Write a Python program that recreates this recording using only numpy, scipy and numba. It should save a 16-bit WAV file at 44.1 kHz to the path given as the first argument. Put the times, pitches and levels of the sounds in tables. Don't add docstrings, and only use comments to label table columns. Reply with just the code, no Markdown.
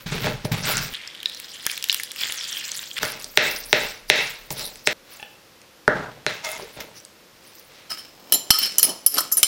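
import sys
import numpy as np
from scipy import signal
from scipy.fft import rfft, irfft
from scipy.io import wavfile
from scipy.ndimage import uniform_filter1d
from numba import njit

SR = 44100
rng = np.random.default_rng(int(sys.argv[2]) if len(sys.argv) > 2 else 0)


def master_out(mix):
    frames = np.transpose(np.atleast_2d(mix))
    ceiling = np.clip(frames, -1, 1)
    pcm = np.round(ceiling * 32767).astype(np.int16)
    wavfile.write(sys.argv[1], SR, pcm)


N = 417614

PASSAGES_S = [0, .93, 2.99, 4.93, 7.89, 9.47]
# start_s, level_db (before overload), then against it thud_db, edge_db, tick_db
KNOCKS = [(0.063, -41, 5, 15, -7), (0.1196, -41, 12, 12, 16), (0.2426, -23.5, 2, 8, -9),
          (0.2702, -16.5, -1.5, -8, -16), (0.451, -26.5, 7.5, -8, 1), (0.521, -24.5, -7, 7, 9),
          (0.7702, -25.5, -34, -5, 17.5), (0.78, -29, -24, 12, 12), (0.826, -21, -35, -13, -4),
          (3.031, -15, -9, -4.5, 1), (3.052, -36, -1, -7, 20), (3.196, -58, -7, -7, 27),
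          (3.222, -51, -7, -7, 23), (3.2435, -41.5, -5, -12, 28), (3.374, -10.5, -7, 8.5, -25),
          (3.729, -12.5, -3.5, 8.5, -38), (4.1, -11.5, -3.5, 13, -31), (4.5052, -38.5, 9, 15.5, 21),
          (4.757, -49.5, -7, 17, 22.5), (4.8685, -35, -7, 4, 19), (4.8726, -14.5, -4.5, 10, 1),
          (5.6162, -58.5, -23, 21, 21), (5.8787, -11, -7.5, -17, -24), (6.2647, -15, -6, 3.5, -3.5),
          (7.001, -50, -8, -9, 17.5), (7.0504, -53.5, -22, -17, 30)]
# pitch_hz, width_hz, level_db
BOARD = [(1334, 375, 7.5), (1678, 373, 10), (1830, 556, 11.5), (2215, 322, 17.5), (2656, 142, 17.5),
         (3750, 585, 12.5), (4360, 680, 8.5), (5340, 1200, 2)]
COUNTER = [(235, 215, -2.5), (332, 99, -0.5), (439, 58, 2), (602, 51.4, 3.5), (809, 148, -1.5),
           (1010, 296, -9.5)]
CABINET = [(103, 10, -4), (123, 44, 1.5), (154.3, 28.5, 3.5), (192, 54, -4.5)]
# pitch_hz, width_hz, level_db
BLADE = [(630, 23, -0.5), (948, 37, -4), (1270, 48, -10), (2130, 29, 1), (2610, 28, -9), (3500, 150, -14),
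         (5130, 150, -17), (6600, 740, -17.5)]
# start_s, level_db
TAPS = [(5.198, -26), (5.228, -19.5)]
# pitch_hz, level_db, t60_s (longest allowed ring is set in knife)
PLATE = [(837, 3, 0.057), (1760, 0, 0.056), (2700, 10.5, 0.019), (2966, -1, 0.48), (3350, -1, 0.21)]
# start_s, swell_s, fade_db_per_s, rasp_db, hiss_db,
# counter_db, cabinet_db, blade ring (gain against the rasp)
STROKES = [(0.0, 0.005, 315, -43, -47, -69, -48, .1), (0.06, 0.0047, 38, -34.5, -45, -49, -35, 0.092),
           (0.118, 0.0063, 114, -28.5, -38.5, -38.5, -33.5, 0.092),
           (0.212, 0.052, 207, -25.5, -35, -26, -25.5, .1),
           (0.445, 0.0033, 395, -34.5, -37.5, -44, -22.5, .1),
           (0.514, 0.0051, 83, -29.5, -32, -33.5, -27, .1),
           (0.631, 0.04, 70, -23.5, -26.5, -33, -28.5, 0.11), (0.76, .02, 129, -32, -30, -46, -32.5, .1),
           (2.997, 0.033, 88, -28.5, -31, -33.5, -44, .15), (3.19, 0.023, 90, -55, -39.5, -80, -64, .15),
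           (3.33, 0.046, 900, -50, -31.5, -63, -69, .15), (3.376, 0.09, 72, -37, -30, -37.5, -52, .15),
           (3.64, 0.055, 104, -51, -39, -69.5, -73.5, .15), (3.69, 0.025, 892, -60, -35, -60, -62, .15),
           (3.73, 0.099, 123, -30.5, -32.5, -37, -49, 0.17), (4.075, 0.023, 898, -53, -31, -58, -66, .15),
           (4.1, 0.079, 81, -29, -34, -68, -46, 0.16), (4.503, 0.0056, 246, -41, -30.5, -32, -34.5, 0.24),
           (4.541, 0.056, 112, -36, -29, -37.5, -52, 0.078), (4.835, 0.033, 900, -69, -35, -79, -64, 0.11),
           (4.875, 0.058, 100, -54, -39, -45, -51, .1), (5.05, 0.07, 73, -48, -44.5, -59, -69, .25),
           (5.879, 0.088, 74, -41, -59, -35, -38, 0.33), (6.265, 0.033, 119, -31.5, -49, -76, -44, 0.18),
           (6.431, 0.016, 49, -37, -36.5, -46.5, -64, 3.5), (6.578, 0.017, 160, -42, -66, -37.5, -70, 0.33),
           (6.76, 0.01, 99, -43.5, -82, -40, -57, .3), (6.795, 0.01, 298, -36.5, -38, -47, -64, 1.1),
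           (6.93, 0.04, 254, -50, -45, -87, -57, 0.11), (7.35, 0.12, 39, -54.5, -49.5, -84, -67, .1),
           (7.68, 0.054, 37, -50, -87, -59.5, -77, 0.091)]
# rasp_db, hiss_db, counter_db, cabinet_db
STROKE_ONSET_DB = [-12.5, -20.5, -20, -8.5]
# pitch_hz, level_db
HISS_BANDS = [(5400, 7.5), (7400, 4.5), (10200, 6.5), (14000, 7.5)]
# start_s, length_s, from_hz, to_hz, width_hz, level_db
ROUGH_NOTES = [(.115, 0.12, 398, 416, 39.3, -36), (.26, 0.095, 474, 452, 34.2, -36),
               (.64, 0.2, 1505, 1456, 168, -30.5), (5.885, 0.24, 1490, 1100, 447, -34),
               (6.595, 0.076, 420, 436, 46.3, -38.5), (4.56, 0.16, 3750, 3990, 300, -35),
               (5.885, .15, 330, 210.4, 90, -31.5), (6.265, 0.023, 4230, 4080, 150, -25),
               (6.95, 0.069, 5800, 5750, 300, -46)]
# start_s, level_db (before overload), pitch_hz, snap_db (against the level)
POPS = [(0.938, -24, 2820, 0.5), (1.075, -22, 5200, -33), (1.203, -25.5, 3830, -13),
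        (1.2303, -21.5, 3050, -2), (1.258, -5.5, 3910, -25), (1.297, -20.5, 4020, -5),
        (1.347, -22.5, 5440, -7), (1.3998, -31, 3070, 11.5), (1.445, -27, 3670, -14),
        (1.558, -24, 3340, -25), (1.6654, -13, 3200, 11), (1.698, -13.5, 3060, -22),
        (1.7146, -16.5, 5100, 0), (1.149, -27, 3080, -7), (1.777, -14.5, 3700, -3), (1.8256, -16, 4800, -5),
        (1.841, -18, 3700, 7.5), (1.887, -31, 4500, 16), (1.897, -1.5, 3750, -28), (1.905, -12, 4800, -27),
        (1.917, -13, 5200, -14), (1.927, -14.5, 3500, 2), (1.945, -21, 1800, 16.5), (1.9986, -17, 1910, 2),
        (2.0342, -31, 3560, 19), (2.117, -25, 6360, 7.5), (2.161, -24, 2700, 0), (2.2326, -25, 3550, -17),
        (2.2523, -28, 4960, -12), (2.3223, -16.5, 3700, 4.5), (2.441, -21, 4940, -13),
        (2.4938, -27, 3800, -9), (2.527, -17.5, 5640, -9), (2.5695, -17.5, 3200, -11),
        (2.6521, -19.5, 5750, -15), (2.684, -33, 8100, -8), (2.717, -14, 6500, -20),
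        (2.752, -22, 4600, -16), (2.792, -19, 3700, -34), (2.913, -20, 3280, -18), (2.942, -33, 8000, -6),
        (2.9667, -21, 3330, -28), (2.981, -20, 2780, -5)]
# time_s, squelch_db, fizz_db
SQUEEZE = [(0.93, -38.5, -46.5), (1.1, -43.5, -108), (1.28, -46.5, -47), (1.62, -46.5, -44.5),
           (1.72, -35.5, -36), (1.84, -47, -47.5), (1.95, -41, -36.5), (2.12, -49, -50.5),
           (2.23, -30.5, -31.5), (2.37, -36, -40), (2.8, -39.5, -37), (2.95, -55, -45), (2.965, -34.5, -39),
           (2.99, -24.5, -33)]
# pitch_hz, density_db_per_hz
PULP = [(530, -45), (900, -7), (1530, -0.5), (1820, 2.5), (2140, -0.5), (3430, 7), (4010, -29),
        (4450, -3.5), (9000, -12.5), (11700, -89), (19800, -120)]
# pitch_hz, level_db
FIZZ_BANDS = [(4800, 7.5), (6800, 7), (9600, 1.5), (13500, 2.5)]
DROPLETS_HZ = [2790, 3700, 5100, 5800, 7340, 8950, 10730]
# start_s, length_s, from_hz, to_hz, width_hz, level_db
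POCKET = [(0.95, 0.19, 2700, 2320, 402, -41.5), (1.255, 0.24, 3980, 4170, 260, -47),
          (1.524, 0.055, 3000, 3200, 294, -39), (2.173, 0.091, 2700, 2570, 300, -34),
          (2.355, 0.12, 7840, 4620, 298, -34), (2.48, .23, 3750, 2705, 300, -34)]
# start_s, level_db (before overload), then against it body_db (under 2 kHz),
# clang_db (2-4.6 kHz), ring_db (5.6-10 kHz), sheen_db (over 10 kHz); freedom to ring (0-1), contact_ms,
# and the two notes the landing place favours, note_hz, other_hz
CLINKS = [(7.9015, -34.5, 0, -12, 4, 5, 0.77, 1.4, 5340, 15500),
          (7.91, -23.5, -6, -10, -6, -12, 0.7, 2.2, 5060, 5340),
          (7.982, -31, -7, -7, -10, -4, 0.45, 2.5, 5060, 5340),
          (8.322, -8, -2, 4, 6.5, 13.5, 0.59, 0.93, 4064, 5910),
          (8.337, -26, -11, 6, 15, 18.5, 0.42, 1.6, 5910, 7220),
          (8.341, -30.5, -12, 16.5, 10.5, 23, 0.64, 3.7, 4064, 7220),
          (8.5042, 7.5, -10.5, 0.5, 0.5, -2.5, 0.31, 2.5, 5340, 7870),
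          (8.5105, -2, -16.5, -5, -6, 0, 0.86, 2, 1280, 5216),
          (8.537, -2, -12.5, -9, -17, -10, 0.61, 5.4, 5340, 11070),
          (8.585, -10.5, -37, -3.5, -17, 10, 0.33, 3.2, 4325, 14700),
          (8.627, -9.5, -29, -6, -9, -2, 0.73, 4.4, 5910, 11070),
          (8.658, -25, -10, 3, -8, 5, 0.42, 3.5, 9500, 13300),
          (8.783, -7, -12, -2, 8.5, 13, 0.21, 0.85, 5910, 10800),
          (8.794, -12.5, -11, -5.5, -9, 10, 0.3, 1.2, 5600, 13300),
          (8.8292, -2.5, -12.5, -3, -3, 10, 0.21, 1.4, 4325, 10800),
          (8.839, -5.5, -12, -5.5, -4, 7, 0.71, 1.1, 5060, 10330),
          (8.851, -16.5, -17, -15, 4, 13, 0.11, 1.8, 5060, 14700),
          (8.8906, -24.5, 1, -0.5, 2, 3, 0.58, 2.2, 315, 10330),
          (9.063, -4.5, -15.5, -9.5, 1, 15, 0.33, 1.3, 5600, 10800),
          (9.074, -24, -8, -9, -6, -3, 0.2, 1.5, 6500, 10800),
          (9.1405, -21, -11, -21, 3, 8.5, 0.42, 2.1, 4690, 11600),
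          (9.171, -19.5, -1, -23, -2, -12, 0.37, 8.6, 315, 4690),
          (9.18, -8, 0.5, 0.5, -1, 0, 0.24, 3.6, 1270, 4690),
          (9.187, -21, -5, -3, 2, 8, 0.27, 6.7, 5910, 6110),
          (9.205, -29, 6, -8, 13, 17.5, 0.23, 1.4, 7870, 15100),
          (9.316, -33, 3, -20, 10, 13, 0.15, 3.5, 7370, 12100),
          (9.321, -22.5, -11, -26, 9, 17.5, 0.43, 2.7, 7370, 6500),
          (9.37, -31, 1, -21, 11, 26, 0.21, 2.1, 9500, 10330),
          (9.377, -29, -1, -4, 13, 22.5, 0.32, 2.9, 9500, 10330),
          (9.401, -37, -2, -5, 13, 13, 0.13, 1.7, 6110, 10330),
          (9.43, 0.5, -3.5, 4, 9, 10, 0.37, 1.02, 7370, 9500)]
# pitch_hz, level_db, t60_s
BOWL = [(315, -5, 0.031), (690, -7.5, 0.053), (985, -14, 0.059), (1270, -8, 0.25), (1754, 1, 0.043),
        (2360, -5, 0.091), (3023, 10, 0.17), (3210, 8, 0.099), (4064, 2, 0.2), (4325, 0.5, 0.39),
        (4690, -4, 0.13), (5090, 10, 0.2), (5200, 11, .2), (5340, 14.5, 0.16), (5570, 2, 0.11),
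        (5910, -10, 0.12), (6110, -14, 0.073), (6500, -32, 0.098), (7220, -23, 0.33), (7370, -28, 0.14),
        (7870, -21, 0.18), (9500, -11.5, 0.25), (10330, -22, 0.12), (10800, -11.5, 0.084),
        (11070, 7.5, 0.055), (11600, -6, 0.2), (12100, -3, 0.055), (12830, -9, 0.14), (13300, -1, 0.1),
        (16700, -2.5, 0.13), (14700, -36, 0.11)]
BOWL_EDGES_HZ = [200, 2000, 4600, 5600, 10000, 16500]
# start_s, swell_s,
# fade_db_per_s, low_db (under 1 kHz), middle_db (1-10 kHz), high_db (over 10 kHz), singing_db
SLIDES = [(7.895, 0.012, 129, -55.5, -34.5, -40, -35.5), (8.08, 0.23, 9, -49, -50.5, -53, -61),
          (8.323, 0.0078, 199, -31.5, -31.5, -43, -50), (8.51, 0.031, 74, -65, -30.5, -45, -46),
          (8.61, 0.016, 134, -69, -31, -62, -31.5), (8.823, 0.0082, 258, -30.5, -23.5, -39, -39),
          (8.875, 0.0082, 193, -32, -53, -44, -52), (9.065, 0.024, 54, -67, -42, -67, -55),
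          (9.13, 0.041, 179, -33.5, -29, -57, -40), (9.36, 0.017, 247, -40, -34.5, -44, -45),
          (9.43, 0.015, 100, -44, -39, -36, -38)]
# start_s, level_db, length_s (plus 3 samples)
THUMPS = [(1.665, -7.5, 0.00012), (5.887, -22, 0.0028), (8.5054, -11, 0.0026)]
RUMBLE_DB = [-46, -79, -56, -76, -75]
# pitch_hz, density_db_per_hz
AIR = [(18, -49), (30, -14.5), (167, -8), (200, -8), (314, -8.5), (349, -5), (387, -10.5), (518, -4),
       (639, -11), (5410, -16.5), (8040, -24.5), (15100, -24.5), (16400, -58)]
# pitch_hz, t60_s
ROOM_T60 = [(125, 0.2), (500, 0.48), (2000, 0.43), (5000, 0.51), (12000, 0.23)]

AIR_DB = -51.5
DRIP_HZ, DRIP_DB = 1800, -26
CRACKLE_DB = -4.5
GLIDE_SETTLE, GLIDE_FADE_DB = 3.6, 5.5
FAVOUR_DB = 4.5
CRACK_DB = 3
SLIDE_ONSET_DB = -12.5
RETOUCH_T60_S = 0.21
TOP_HZ = 16000


def knife():
    out, ticks, t = np.zeros(N), np.zeros(N), np.arange(SR // 6) / SR
    push = (t == 0) * 1.
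    flat, edge = body(push, BOARD[:2]), body(push, BOARD[2:])
    flat = signal.sosfilt(signal.butter(4, 2100, fs=SR, output="sos"), flat)
    thud = body(push, COUNTER) + 0.38 * body(push, CABINET)
    for s, db, thud_db, edge_db, tick_db in KNOCKS:
        db = overload(db, reach_db=12.5)
        tick = band(rng.standard_normal(len(t)) * np.exp(-t / 0.001), 4360, 8700)
        add(out, s, peak(flat, db) + peak(thud, db + thud_db) + peak(edge, db + edge_db))
        add(ticks, s, peak(tick, db + tick_db))
    plate = sum(undb(db) * ring(push, hz, min(t60, .045)) for hz, db, t60 in PLATE)
    for s, db in TAPS:
        add(out, s, peak(plate, db))
    return kitchen(out, -5.5) + kitchen(ticks, -13.0)


def rubbing():
    each = list(strokes([row[:-1] for row in STROKES], STROKE_ONSET_DB))
    rasp, hiss, low, deep = together(each)
    t, lifts = np.arange(N) / SR, [row[0] for row in STROKES[1:]] + [N / SR]
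    sing = together(g[0] * row[-1] * (t < lift) for g, row, lift in zip(each, STROKES, lifts))
    slips = grit(1800, 2.2)
    wood = unit(unit(body(slips, BOARD)) + 2.0 * unit(band(grit(3000, 0.73), 980, 4300)))
    steel = .5 * unit(body(slips, BLADE))
    fine = grit(5000, 2.3) + .5 * grit(120, 2.0)
    counter = unit(body(grit(600, 0.73), COUNTER))
    cabinet = unit(band(body(grit(260, 2.0), CABINET), 86, 640))
    out = rasp * wood + sing * steel + low * counter + deep * cabinet
    out += hiss * patchy(fine, HISS_BANDS, 0.018, patch_db=4.0)
    return out + gliding(ROUGH_NOTES)


def lemon():
    squelch, fizz = gains(SQUEEZE)
    wet = sum(undb(db) * np.sqrt(hz) * unit(ring(grit(330, 2.6), hz, 16 / hz)) for hz, db in PULP[2:-2])
    wet = unit(band(wet, 1300, 12000)) + .5 * shaped(PULP)
    gurgle = patchy(grit(880, 2.7), PULP[3:7], .02, patch_db=12.5)
    spray = patchy(grit(3000, 2.2), FIZZ_BANDS, .012, patch_db=4.5)
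    crackle = unit(sum(ring(grit(30, 2.5), hz, .005) for hz in DROPLETS_HZ))
    out = squelch * (unit(wet) + 0.42 * gurgle) + fizz * (spray + undb(CRACKLE_DB) * crackle) + gliding(POCKET)
    t = np.arange(SR // 10) / SR
    for s, db, hz, snap_db in POPS:
        chance = rng.standard_normal((2, len(t)))
        burst = chance[0] * np.exp(-t / 0.0013)
        cell = peak(ring(burst, hz, np.clip(27 / hz, 0, .016)), 0)
        cell += peak(band(burst, 0.55 * hz, 1.18 * hz), -11)
        cell += peak(ring(burst, DRIP_HZ, 0.087), DRIP_DB)
        snap = band(chance[1] * np.exp(-t / 0.0012), 1870, 17600)
        db = overload(db, reach_db=1.5)
        add(out, s, peak(band(cell, 1840, 18000), db) + peak(snap, db + snap_db))
    return out


def bowl():
    out = clinks() + slides()
    return band(out, 130, .45 * SR)


def clinks():
    out, t = np.zeros(N), np.arange(SR // 3) / SR
    hz, mode_db, t60 = np.transpose(BOWL)
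    zone = np.searchsorted(BOWL_EDGES_HZ, hz) - 1
    top_db = np.array([mode_db[zone == z].max() for z in zone])
    touches = [row[0] for row in CLINKS[1:]] + [N / SR]
    for (s, db, *shares, free, contact_ms, note_hz, other_hz), touch in zip(CLINKS, touches):
        db, contact = overload(db, reach_db=-4.5), np.clip(contact_ms, .5, 9) / 1000
        luck = rng.standard_normal((2, len(hz)))
        burst = rng.standard_normal(len(t)) * t * np.exp(-t / contact)
        varied_hz = hz * (1 + 0.0022 * luck[1])
        fade = np.exp(-np.log(1000) * np.outer(1 / (t60 * np.clip(free, .1, 1)), t))
        distance = np.minimum(np.log(hz / note_hz) ** 2, np.log(hz / other_hz) ** 2)
        favour = np.exp(-distance / .01 ** 2)
        place_db = mode_db + 3 * luck[0] + favour * (top_db + FAVOUR_DB - mode_db)
        modes = undb(place_db)[:, None] * np.sin(2 * np.pi * np.outer(varied_hz, t))
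        steps = np.repeat(rng.standard_normal((len(hz), len(t) // 75)), 75, axis=1)
        rattle = 1 + 1.3 * (1.08 - np.clip(free, 0, 1)) * uniform_filter1d(steps, size=75, axis=1)
        damping = 1000. ** (-(t + s - touch).clip(0) / RETOUCH_T60_S)
        modes = modes * rattle * fade * damping * (1 - np.exp(-t / contact))
        for z, zone_db in enumerate(np.insert(shares, 2, 0)):
            crack = band(band(burst, 360, 14300), BOWL_EDGES_HZ[z], BOWL_EDGES_HZ[z + 1])
            tone = peak(modes[zone == z].sum(axis=0), 0)
            add(out, s, peak(tone + peak(crack, CRACK_DB) / (1000 * contact), db + zone_db))
    return out


def slides():
    chatter = grit(1200, 2.6)
    *ranges, squeal = together(strokes(SLIDES, SLIDE_ONSET_DB))
    singing = [row for row in BOWL if row[0] < BOWL_EDGES_HZ[-2]]
    out = squeal * unit(sum(undb(db) * unit(ring(chatter, hz, .4 * t60)) for hz, db, t60 in singing))
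    for gain, lo, hi in zip(ranges, (150, 1000, 10000), (1000, 10000, 16500)):
        modes = [row for row in BOWL if lo < row[0] < hi]
        tone = sum(undb(.5 * db) * unit(ring(chatter, hz, 0.1 * t60)) for hz, db, t60 in modes)
        out += gain * unit(unit(tone) + 4.5 * unit(band(chatter, lo, hi)))
    return out


def thumps():
    out = np.zeros(N)
    for s, db, length in THUMPS:
        add(out, s, undb(db) * np.hanning(int(length * SR) + 3))
    return out


def rumble():
    passage = np.searchsorted(PASSAGES_S[1:-1], np.arange(N) / SR)
    return undb(RUMBLE_DB)[passage] * unit(band(band(noise(), 24, 40), 24, 40))


def air():
    return undb(AIR_DB) * band(band(shaped(AIR), 42, .45 * SR), 40, .45 * SR)


def kitchen(dry, wet_db):
    t, (hz, t60) = np.arange(SR) / SR, np.transpose(ROOM_T60)
    tail = 0
    for f in 90 * 2. ** np.arange(8):
        decay = 1000. ** (-t / np.interp(np.log(f), np.log(hz), t60))
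        tail = tail + band(rng.standard_normal(SR), f / 2 ** .5, f * 2 ** .5) * decay
    tail = tail * (1 - np.exp(-t / 0.00049)) / np.sqrt(np.sum(tail ** 2))
    cuts = np.minimum((np.array(PASSAGES_S) * SR).astype(int), N)
    wet = [signal.fftconvolve(dry[a:b], tail)[:b - a] for a, b in zip(cuts, [*cuts[1:-1], N])]
    return dry + undb(wet_db) * np.concatenate(wet)


def strokes(rows, onset_db):
    for s, swell, fade_db, *levels in rows:
        edit = PASSAGES_S[np.searchsorted(PASSAGES_S, s, "right")]
        i, end = int(s * SR), min(int(edit * SR), N)
        since, gain = np.arange(end - i) / SR, np.zeros((len(levels), N))
        rise_db = np.outer(onset_db, 1 - since / abs(swell))
        shape_db = np.where(since < swell, rise_db, -abs(fade_db) * (since - swell))
        gain[:, i:end] = undb(levels)[:, None] * undb(np.minimum(shape_db, 0))
        yield gain


def together(parts):
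    return np.sqrt(sum(p ** 2 for p in parts))


def gliding(rows):
    out, slips = np.zeros(N), [grit(700, 1.8) for _ in range(2)]
    for s, length, from_hz, to_hz, width_hz, db in rows:
        part, i = np.linspace(0, 1, int(length * SR)), int(s * SR)
        rough = [unit(band(x[i:i + len(part)] + 1e-9, 10, width_hz)) for x in slips]
        pitch_hz = to_hz + (from_hz - to_hz) * np.exp(-GLIDE_SETTLE * part)
        turn = 2 * np.pi * np.cumsum(pitch_hz) / SR
        gain = undb(db - GLIDE_FADE_DB * part) * np.sqrt(np.sin(np.pi * part).clip(0))
        add(out, s, gain * (np.cos(turn) * rough[0] + np.sin(turn) * rough[1]))
    return out


def patchy(x, bands, patch_s, patch_db):
    k, out = int(patch_s * SR), 0
    for hz, db in bands:
        steps = np.repeat(rng.standard_normal(N // k + 1), k)
        walk = unit(uniform_filter1d(steps, size=k)[:N])
        out = out + undb(db + patch_db * walk) * unit(band(x, hz / 2 ** .25, hz * 2 ** .25))
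    return unit(out)


def overload(db, reach_db):
    return db + reach_db * np.clip((db + 17.0) / 6, 0, 1)


def grit(rate, spread_db):
    size_db = spread_db * np.minimum(rng.exponential(size=N), 4)
    return unit((rng.random(N) < rate / SR) * noise() * undb(size_db))


def ring(x, hz, t60):
    r, w = np.exp(-np.log(1000) / (t60 * SR)), 2 * np.pi * hz / SR
    return signal.lfilter([0, np.sin(w)], [1, -2 * r * np.cos(w), r * r], x)


def body(x, peaks):
    out = 0
    for k, (hz, width, db) in enumerate(peaks):
        out = out + (-1) ** k * undb(db) * width / 100 * ring(x, hz, np.log(1000) / (np.pi * width))
    return out


def shaped(points):
    f, (hz, db) = np.fft.rfftfreq(N, 1 / SR), np.transpose(points)
    return unit(irfft(rfft(noise()) * undb(np.interp(np.log(f + 1), np.log(hz), db)), N))


def gains(rows):
    t, (s, *cols) = np.arange(N) / SR, np.transpose(rows)
    return ((t >= s[0]) & (t < s[-1])) * undb([np.interp(t, s, c) for c in cols])


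def band(x, lo_hz, hi_hz):
    return signal.sosfilt(signal.butter(2, [lo_hz, min(hi_hz, .45 * SR)], "band", fs=SR, output="sos"), x)


def noise():
    return rng.standard_normal(N)


def undb(db):
    return 10 ** (np.asarray(db) / 20)


def unit(x):
    return x / np.sqrt(np.mean(x ** 2))


def peak(x, db):
    return x * undb(db) / np.abs(x).max()


def add(out, s, x):
    i = int(s * SR)
    out[i:i + len(x)] += x[:N - i]


def scene():
    near = knife() + rubbing() + kitchen(lemon(), -13.5) + kitchen(bowl(), -12.5) + thumps()
    return (near + rumble() + air())[None]


@njit
def duck(x, top, attack, release):
    y, e = np.empty(len(x)), 1e-6
    for i in range(len(x)):
        a = abs(x[i])
        e += (a - e) * (attack if a > e else release)
        y[i] = x[i] * min(1., top / e)
    return y


def record(dry):
    attack_s, release_s = 0.0013, .07
    held = duck(dry[0], float(undb(-6.5)), 1 / (attack_s * SR), 1 / (release_s * SR))
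    held = np.clip(held, -1, 1)
    low_pass = signal.ellip(8, .2, 70, TOP_HZ, fs=SR, output="sos")
    return np.clip(signal.sosfilt(low_pass, held), -1, 1)[None]


dry = scene()
out = record(dry)
master_out(out)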